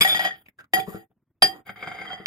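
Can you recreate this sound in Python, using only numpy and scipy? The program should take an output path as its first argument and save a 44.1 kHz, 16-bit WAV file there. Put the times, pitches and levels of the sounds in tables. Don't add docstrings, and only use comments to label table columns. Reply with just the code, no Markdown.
import sys
import numpy as np
from scipy import signal
from scipy.fft import rfft, irfft, next_fast_len
from scipy.io import wavfile
from scipy.ndimage import uniform_filter1d, map_coordinates

SR = 44100
rng = np.random.default_rng(int(sys.argv[2]) if len(sys.argv) > 2 else 0)


def gain_from_decibels(decibels):
    exponent = np.asarray(decibels, float) / 20
    return 10 ** exponent


def log_audio(samples):
    frames = np.atleast_2d(samples).T
    limited = np.clip(frames, -1, 1)
    pcm = np.round(limited * 32767).astype(np.int16)
    wavfile.write(sys.argv[1], SR, pcm)


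N = 100062
TIME = np.arange(N) / SR

# (pitch [Hz], decay [s], left over right [dB], left phase lead [rad])
PLATE = [(350, .2, 4, -.2), (740, .13, -5, -.3), (766, .26, -9, -1.2), (1856, .25, 1, 2.6),
         (1908, .09, 3, -2.9), (3192, .16, -5, 1.6), (4820, .12, 1, .8), (6690, .11, 1, 1.5),
         (7677, .12, -6, 1.4), (8850, .09, 3, 2.7), (10030, .09, 5, -1.5), (11055, .11, 9, 1.1),
         (12370, .08, 3, .8), (13490, .12, 12, 1.7)]
# (level [dB]), one per mode
WELL = [-31.5, -7, -17, -26.5, 2, -11, -12, -18.5, -33, -21, -31.5, -28.5, -32.5, -33.5]
RIM = [-29, -16, -17.5, -3.5, -11.5, -5.5, -3.5, -23.5, -34, -10.5, -18, -16, -24, -24]
EDGE = [-26, -19.5, -37.5, -10, -13.5, 4, -24.5, 1, -25.5, -2.5, -20, -36.5, -26, -18.5]
MIDDLE = [-18, -14, -9, -12.5, 1, -15, -14.5, -17.5, -22, -16, -19.5, -16.5, -19.5, -14.5]
DRAG = [-30, -1.5, -25, -5, -11.5, 1.5, -8.5, -19.5, -28.5, -24.5, -39, -37.5, -42.5, -29]
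SCRAPE = [-24.5, 0, -19, -3, -5, -6, -10, -21, -26.5, -17, -33.5, -31, -34, -27.5]
# (pitch [Hz], decay [s], left over right [dB], left phase lead [rad], level [dB])
FORK = [(1390, 0.022, 8, 1.5, -12), (2250, 0.035, 1, 1, -2.5), (2460, 0.033, 19.5, 7, -10),
        (3410, 0.028, 0.5, 9, 10), (4980, 0.027, -3, 1.9, -0.5)]
# (pitch [Hz], decay [s], level [dB])
TINES = [(6150, 0.055, -19.5), (7005, 0.041, -7.5), (7720, 0.03, -15.5), (8480, 0.086, -12.5),
         (8840, 0.067, -13.5), (9930, 0.034, -5.5), (11100, 0.032, -6.5), (11920, .05, -18.5),
         (12100, 0.044, -10), (12280, 0.054, -10.5), (12540, 0.077, -5), (13500, .04, -7.5),
         (14760, .05, -14), (15000, .05, -17.5)]
KNIFE = [(524, 0.022, -5), (1380, 0.018, -4), (1550, 0.018, 0), (2150, 0.022, 2), (2650, 0.0063, -15),
         (3580, 0.021, -15)]
TABLE = [(112, .15, -14), (162, 0.05, -11.5), (192.1, 0.09, -3.5), (333, 0.22, -12), (397, 0.056, -5),
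         (440, 0.24, -17)]

# (time [s], level [dB])
WELL_TAPS = [
    (.048, -17),
    (.147, -22),
    (.193, -21.5),
    (.249, -23),
    (.274, -36),
]
MIDDLE_TAPS = [
    (0.7349, -17),
    (.7415, -26),
]
RIM_TAPS = [
    (1.4224, -7),
    (1.447, -44),
]
EDGE_TAPS = [
    (2.2595, -13),
]
FORK_TAPS = [
    (.0092, -14),
    (.0165, -20),
    (0.0197, -19.5),
    (0.0267, -23),
    (0.032, -22),
    (0.7984, -35),
]
# (time [s], level [dB])
LIFT = [
    (.307, -24.5),
]
# (time [s], level [dB])
THUDS = [(.01, -23.5), (.148, -33.5), (.735, -35.5), (.799, -40), (.877, -32.5), (.882, -24.5),
         (.905, -36.5), (.946, -25.5), (1.105, -57), (1.423, -28), (2.2, -35), (2.26, -42.5)]
# (time [s], level [dB])
CATCHES = [(1.6881, -29.5), (1.6926, -21.5), (1.7589, -31), (1.7734, -36), (1.8058, -30), (1.8248, -22),
           (1.8394, -25), (1.8607, -30.5), (1.8731, -21.5), (1.8844, -30), (1.914, -21), (1.9494, -32),
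           (1.9684, -32), (1.9844, -24.5), (1.9944, -34), (2.0138, -26), (2.0527, -21), (2.1016, -26),
           (2.1294, -21.5), (2.2024, -34.5)]
# (time [s], length [s], level [dB], centre [Hz])
CRACKLES = [
    (0.457, 0.0085, -54.5, 2470),
    (0.484, 0.0019, -43.5, 2150),
    (0.585, 0.027, -49, 1550),
    (0.64, 0.0036, -51.5, 1300),
    (0.766, 0.03, -41, 1364),
    (0.863, 0.049, -50.5, 1120),
    (0.925, 0.049, -51.5, 1380),
    (1.112, 0.0071, -63, 760),
]

# (time [s], level [dB])
FORK_STROKE = [(.008, -70.5), (.012, -42), (.1, -31.5), (.16, -37.5), (.23, -34), (.26, -30.5), (.31, -44),
               (.34, -55.5), (.43, -68.5)]
NUDGE = [(.73, -74), (.745, -31.5), (.8, -35), (.85, -55.5), (.89, -53), (.95, -50), (1.03, -62),
         (1.06, -103)]
SETTLE = [(1.42, -77), (1.43, -21), (1.47, -45.5), (1.55, -52), (1.6, -65), (1.635, -100)]
KNIFE_STROKE = [(1.645, -77), (1.667, -44), (1.7, -48.5), (1.745, -67), (1.78, -49.5), (1.83, -46),
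                (2.05, -44), (2.14, -44), (2.17, -49.5), (2.26, -55.5)]
WASH = [(.74, -65.5), (.8, -39.5), (.83, -64), (.87, -54), (.895, -45), (1.0, -57.5), (1.04, -71),
        (1.42, -120), (1.43, -28), (1.49, -42), (1.52, -63), (1.6, -63.5), (1.62, -88)]
# (time [s], level [dB])
SQUEAK = [(.06, -56.5), (.1, -28), (.135, -31), (.16, -51), (.19, -68)]
HUM = [(.735, -58), (.75, -38.5), (.775, -34), (.797, -42.5), (.812, -62), (1.03, -67)]
WHINE = [(2.07, -76), (2.08, -46.5), (2.097, -87), (2.113, -49.5), (2.14, -45.5), (2.18, -83), (2.25, -75)]
FIZZ = [(.3, -75.5), (.4, -62), (.48, -75), (.489, -55), (.51, -92.5), (1.655, -91.5), (1.667, -58),
        (1.715, -65), (1.76, -72.5), (1.82, -64.5), (1.84, -72), (2.03, -76), (2.25, -80)]
RUSTLE = [(1.47, -70), (1.5, -53), (1.54, -47), (1.57, -45.5), (1.6, -59), (1.625, -71.5)]
# (start [s], end [s])
SAG_S = [2.054, 2.056]

# (frequency [Hz], level [dB per Hz])
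RASP_COLOUR = [(50, -21), (100, -28), (1500, 10.5), (2300, 4), (5000, -8), (5400, -67), (12000, -59),
               (16400, -65)]
BRIGHT_COLOUR = [(50, -36.5), (150, -32), (800, -12), (2500, -2.5), (5000, -11.5), (5800, -25.5),
                 (12500, -28), (16400, -47)]
FIZZ_COLOUR = [(6000, -28.5), (9500, -12.5), (11500, -7.5), (13500, 1), (15500, -5.5), (16400, -31.5)]
RUSTLE_COLOUR = [(100, -22.5), (350, 8.5), (600, -8), (1200, -4.5), (1800, -15.5), (5000, -32)]
HUSH_COLOUR = [(25, -1.5), (100, 2), (300, -5.5), (500, -18.5), (2000, -27.5), (16000, -32.5)]
# (frequency [Hz], width [Hz], depth [dB])
DIPS = [(4250, 200, 9), (5800, 300, 9), (8200, 150, 12), (9350, 170, 12)]
# (frequency [Hz], level [dB per bin])
SUPPRESS = [(25, -112), (2000, -100), (5000, -95), (16000, -103)]


def unit(x):
    return x / np.sqrt(np.mean(x ** 2) + 1e-20)


def level(rows):
    s, db = np.transpose(rows)
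    return gain_from_decibels(np.interp(TIME, s, db, -150, -150))


def wobble(rate):
    knots = rng.standard_normal(int(N * rate / SR) + 4)
    return map_coordinates(knots, [np.arange(N) * rate / SR])


def coloured(x, points):
    m = next_fast_len(N + 8192)
    f, db = np.transpose(points)
    hz = np.fft.rfftfreq(m, 1 / SR)
    gain = gain_from_decibels(np.interp(np.log(hz + 1), np.log(f + 1), db, -120, -120))
    return irfft(rfft(x, m) * gain, m)[..., :N]


def strengths(modes):
    return [mode[-1] for mode in modes]


def ring(force, modes, shares_db, damp=1, place=None):
    rise_s = .0012
    cols = np.array(modes).T[:, None, :, None]
    hz, t60 = cols[:2]
    t = np.arange(int(SR * t60.max() * damp) + 1) / SR
    pan_db, lead = place or cols[2:4]
    side = np.array([.5, -.5])[:, None, None]
    # (pitch ratio, dB, decay, phase)
    twins = [(1, 0, 1, 1), (1.021, -8, .4, -1), (1 / 1.021, -8, .4, .5)]
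    body = 0
    for ratio, db, loss, turn in twins:
        fade_db = 60 * t / (t60 * damp * loss)
        gain = gain_from_decibels(np.array(shares_db)[None, :, None] + db + side * pan_db - fade_db)
        tone = np.sin(2 * np.pi * hz * ratio * t + side * lead * turn)
        body = body + (gain * tone * (1 - np.exp(-t / rise_s))).sum(1)
    return signal.fftconvolve(force[None], body, axes=1)[:, :N]


def taps(rows, chatter_s=0.0057, blow=1):
    force, t = np.zeros(N + SR), np.arange(SR // 20) / SR
    for s, db in rows:
        push = 0.085 * rng.standard_normal(len(t)) * np.exp(-t / max(chatter_s, 1e-4))
        push[0] = blow
        force[round(s * SR):][:len(t)] += gain_from_decibels(db) * push
    return force[:N]


def grit(lumpy_db):
    slips_per_s, spread_db = 9000, 2.2
    moment, size, way = rng.random((N, 3)).T
    slips = (moment < slips_per_s / SR) * gain_from_decibels(-spread_db * np.log(size + 0.00047)) * np.sign(way - .5)
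    return unit(slips * gain_from_decibels(lumpy_db * (wobble(90) + wobble(260))))


def rasp(force, spectrum, apart=0.5):
    left_lag = 8
    own = apart * np.abs(force) * rng.standard_normal((2, N))
    pair = np.array([np.roll(force, left_lag), force]) + own
    return coloured(pair, spectrum) / np.std(coloured(rng.standard_normal(N), spectrum))


def sing(rows, hz, drift_hz, pan_db, lead):
    side = np.array([[.5], [-.5]])
    phase = 2 * np.pi * np.cumsum(hz + drift_hz * wobble(77)) / SR
    return level(rows) * gain_from_decibels(0.73 * wobble(96) + side * pan_db) * np.sin(phase + side * lead) * 5


def quiet_hush():
    hush = rng.standard_normal(N) + 0.21 * rng.standard_normal((2, N))
    return gain_from_decibels(-63) * unit(coloured(hush, HUSH_COLOUR))


def room(x):
    decay_s, top_hz = 0.15, 3700
    t = np.arange(SR // 3) / SR
    noise = rng.standard_normal((2, len(t))) * gain_from_decibels(-60 * t / decay_s)
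    tail = signal.lfilter(*signal.butter(1, top_hz, fs=SR), noise)
    late = np.pad(x, ((0, 0), (150, 0)))
    return gain_from_decibels(-14) * signal.fftconvolve(late, tail / np.linalg.norm(tail[0]), axes=1)[:, :N]


def thump(force, damp):
    return ring(force, TABLE, strengths(TABLE), damp, place=(4, .1))


def food():
    out, grains = np.zeros((2, N)), grit(0.27)
    for s, length, db, hz in CRACKLES:
        rise = np.clip((TIME - s) / 0.0042, 0, 1)
        fall = gain_from_decibels(-20 * np.clip((TIME - s - length) / 0.0072, 0, 9))
        colour = [(60, -14), (hz * .7, -17), (hz, 0), (min(hz * 1.4, 15000), -20), (16200, -40)]
        out += gain_from_decibels(db) * rise * fall * rasp(grains, colour, apart=1.0)
    return out


def squeak():
    tine_hz = 3509.4 - 1300 * (TIME - .13)
    out = sing(SQUEAK, tine_hz, 15, .1, 2.8)
    out += sing(HUM, 750, 5.5, -4.5, -1.7)
    return out + sing(WHINE, 3195, 6.7, -3, 2.3)


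def ring_tines(force, damp=1):
    return ring(force, TINES, strengths(TINES), damp, place=(8.9, 1.5))


def fork_strokes():
    fork = level(FORK_STROKE) * grit(1.6)
    rest = (level(NUDGE) + level(SETTLE)) * grit(2.0)
    tines = fork * gain_from_decibels(-45 * TIME)
    tips = gain_from_decibels(-9) * fork * gain_from_decibels(-92 * TIME) + gain_from_decibels(-23.5) * level(WASH) * grit(0.52)
    out = gain_from_decibels(-8.5) * ring(tines, FORK, strengths(FORK), damp=0.36) + gain_from_decibels(-19.0) * rasp(tines, BRIGHT_COLOUR)
    out += ring_tines(tips, damp=0.55) + gain_from_decibels(-4.5) * rasp(tips, FIZZ_COLOUR)
    out += gain_from_decibels(-14.5) * ring(fork, PLATE, DRAG, damp=0.087) + gain_from_decibels(-2.0) * rasp(fork, RASP_COLOUR)
    out += gain_from_decibels(-18.0) * ring(rest, PLATE, MIDDLE, damp=0.29) + gain_from_decibels(-10.0) * rasp(rest, BRIGHT_COLOUR)
    return out + thump(gain_from_decibels(-36.0) * fork + gain_from_decibels(-28.5) * rest, damp=1.3)


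def knife():
    judder = np.exp(-np.arange(SR // 20) / SR / 0.0052)
    bursts = np.abs(signal.fftconvolve(taps(CATCHES, chatter_s=0), judder)[:N])
    slips, press = grit(1.2), level(KNIFE_STROKE)
    force = (press + gain_from_decibels(-8) * bursts) * slips
    drag = (press + gain_from_decibels(-15) * bursts) * slips
    late = np.interp(TIME, SAG_S, [0, 1])
    sagged = np.array(KNIFE) * [0.922, 1, 1]
    shares, place = strengths(KNIFE), (1.5, -.3)
    blade = ring(force * (1 - late), KNIFE, shares, place=place)
    blade += ring(force * late, sagged, shares, place=place)
    out = gain_from_decibels(-19.5) * blade + gain_from_decibels(-24.5) * ring(drag, PLATE, SCRAPE, damp=0.5)
    out += gain_from_decibels(-11) * rasp(drag, RASP_COLOUR) + thump(gain_from_decibels(-35) * force, damp=1.3)
    out += rasp(level(FIZZ) * grit(2.5), FIZZ_COLOUR)
    return out + rasp(level(RUSTLE) * grit(2.7), RUSTLE_COLOUR)


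def clinks():
    fork = taps(FORK_TAPS)
    places = [(WELL_TAPS, WELL), (MIDDLE_TAPS, MIDDLE), (RIM_TAPS, RIM), (EDGE_TAPS, EDGE)]
    out = sum(ring(taps(rows), PLATE, shares) for rows, shares in places)
    out += ring(taps(LIFT, chatter_s=0), PLATE[3:4], [0], damp=0.83)
    out += ring(fork, FORK, strengths(FORK), damp=0.84) + gain_from_decibels(-4) * ring_tines(fork)
    chatter = taps(WELL_TAPS + MIDDLE_TAPS + RIM_TAPS + EDGE_TAPS + FORK_TAPS, blow=0)
    out += gain_from_decibels(19.5) * rasp(chatter, BRIGHT_COLOUR)
    return out + thump(taps(THUDS, chatter_s=0), damp=1.0)


def scene():
    near = food() + squeak() + fork_strokes() + knife() + clinks()
    return quiet_hush() + room(near) + near


def ports(x):
    low_cut_hz = 68.5
    hz = np.fft.rfftfreq(N, 1 / SR)
    bass = hz ** 2 / (hz ** 2 + low_cut_hz ** 2)
    loss_db = sum(db * np.exp(-((hz - at) / width) ** 2) for at, width, db in DIPS)
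    return irfft(rfft(x) * bass * gain_from_decibels(-loss_db), N)


def suppress(x):
    hz, _, z = signal.stft(x, SR, nperseg=512)
    f, db = np.transpose(SUPPRESS)
    power = uniform_filter1d((np.abs(z) ** 2).mean(0), size=5, axis=1)
    power = np.abs(uniform_filter1d(power, size=2, axis=0)) + 1e-20
    threshold = gain_from_decibels(2 * np.interp(np.log(hz + 1), np.log(f), db))[:, None]
    keep = np.clip(1 - threshold / power, gain_from_decibels(-24), 1)
    return signal.istft(z * keep, SR, nperseg=512)[1][:, :N]


def gate(dry):
    threshold_db, slope, floor_db, window_s, start_s = -58, 2.4, -24, .018, 0.0023
    power = uniform_filter1d((dry ** 2).mean(0), size=round(window_s * SR))
    loud_db = 10 * np.log10(np.abs(power) + 1e-14)
    gain = gain_from_decibels(np.clip(slope * (loud_db - threshold_db), floor_db, 0))
    return gain * (TIME > start_s)


def top_cut(x):
    return signal.sosfilt(signal.butter(12, 16500, fs=SR, output="sos"), x)


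def record(dry):
    x = suppress(ports(dry)) * gate(dry)
    mix = x / (1 + np.abs(x) ** 10) ** (1 / 10)
    return top_cut(mix)


dry = scene()
out = record(dry)
log_audio(out)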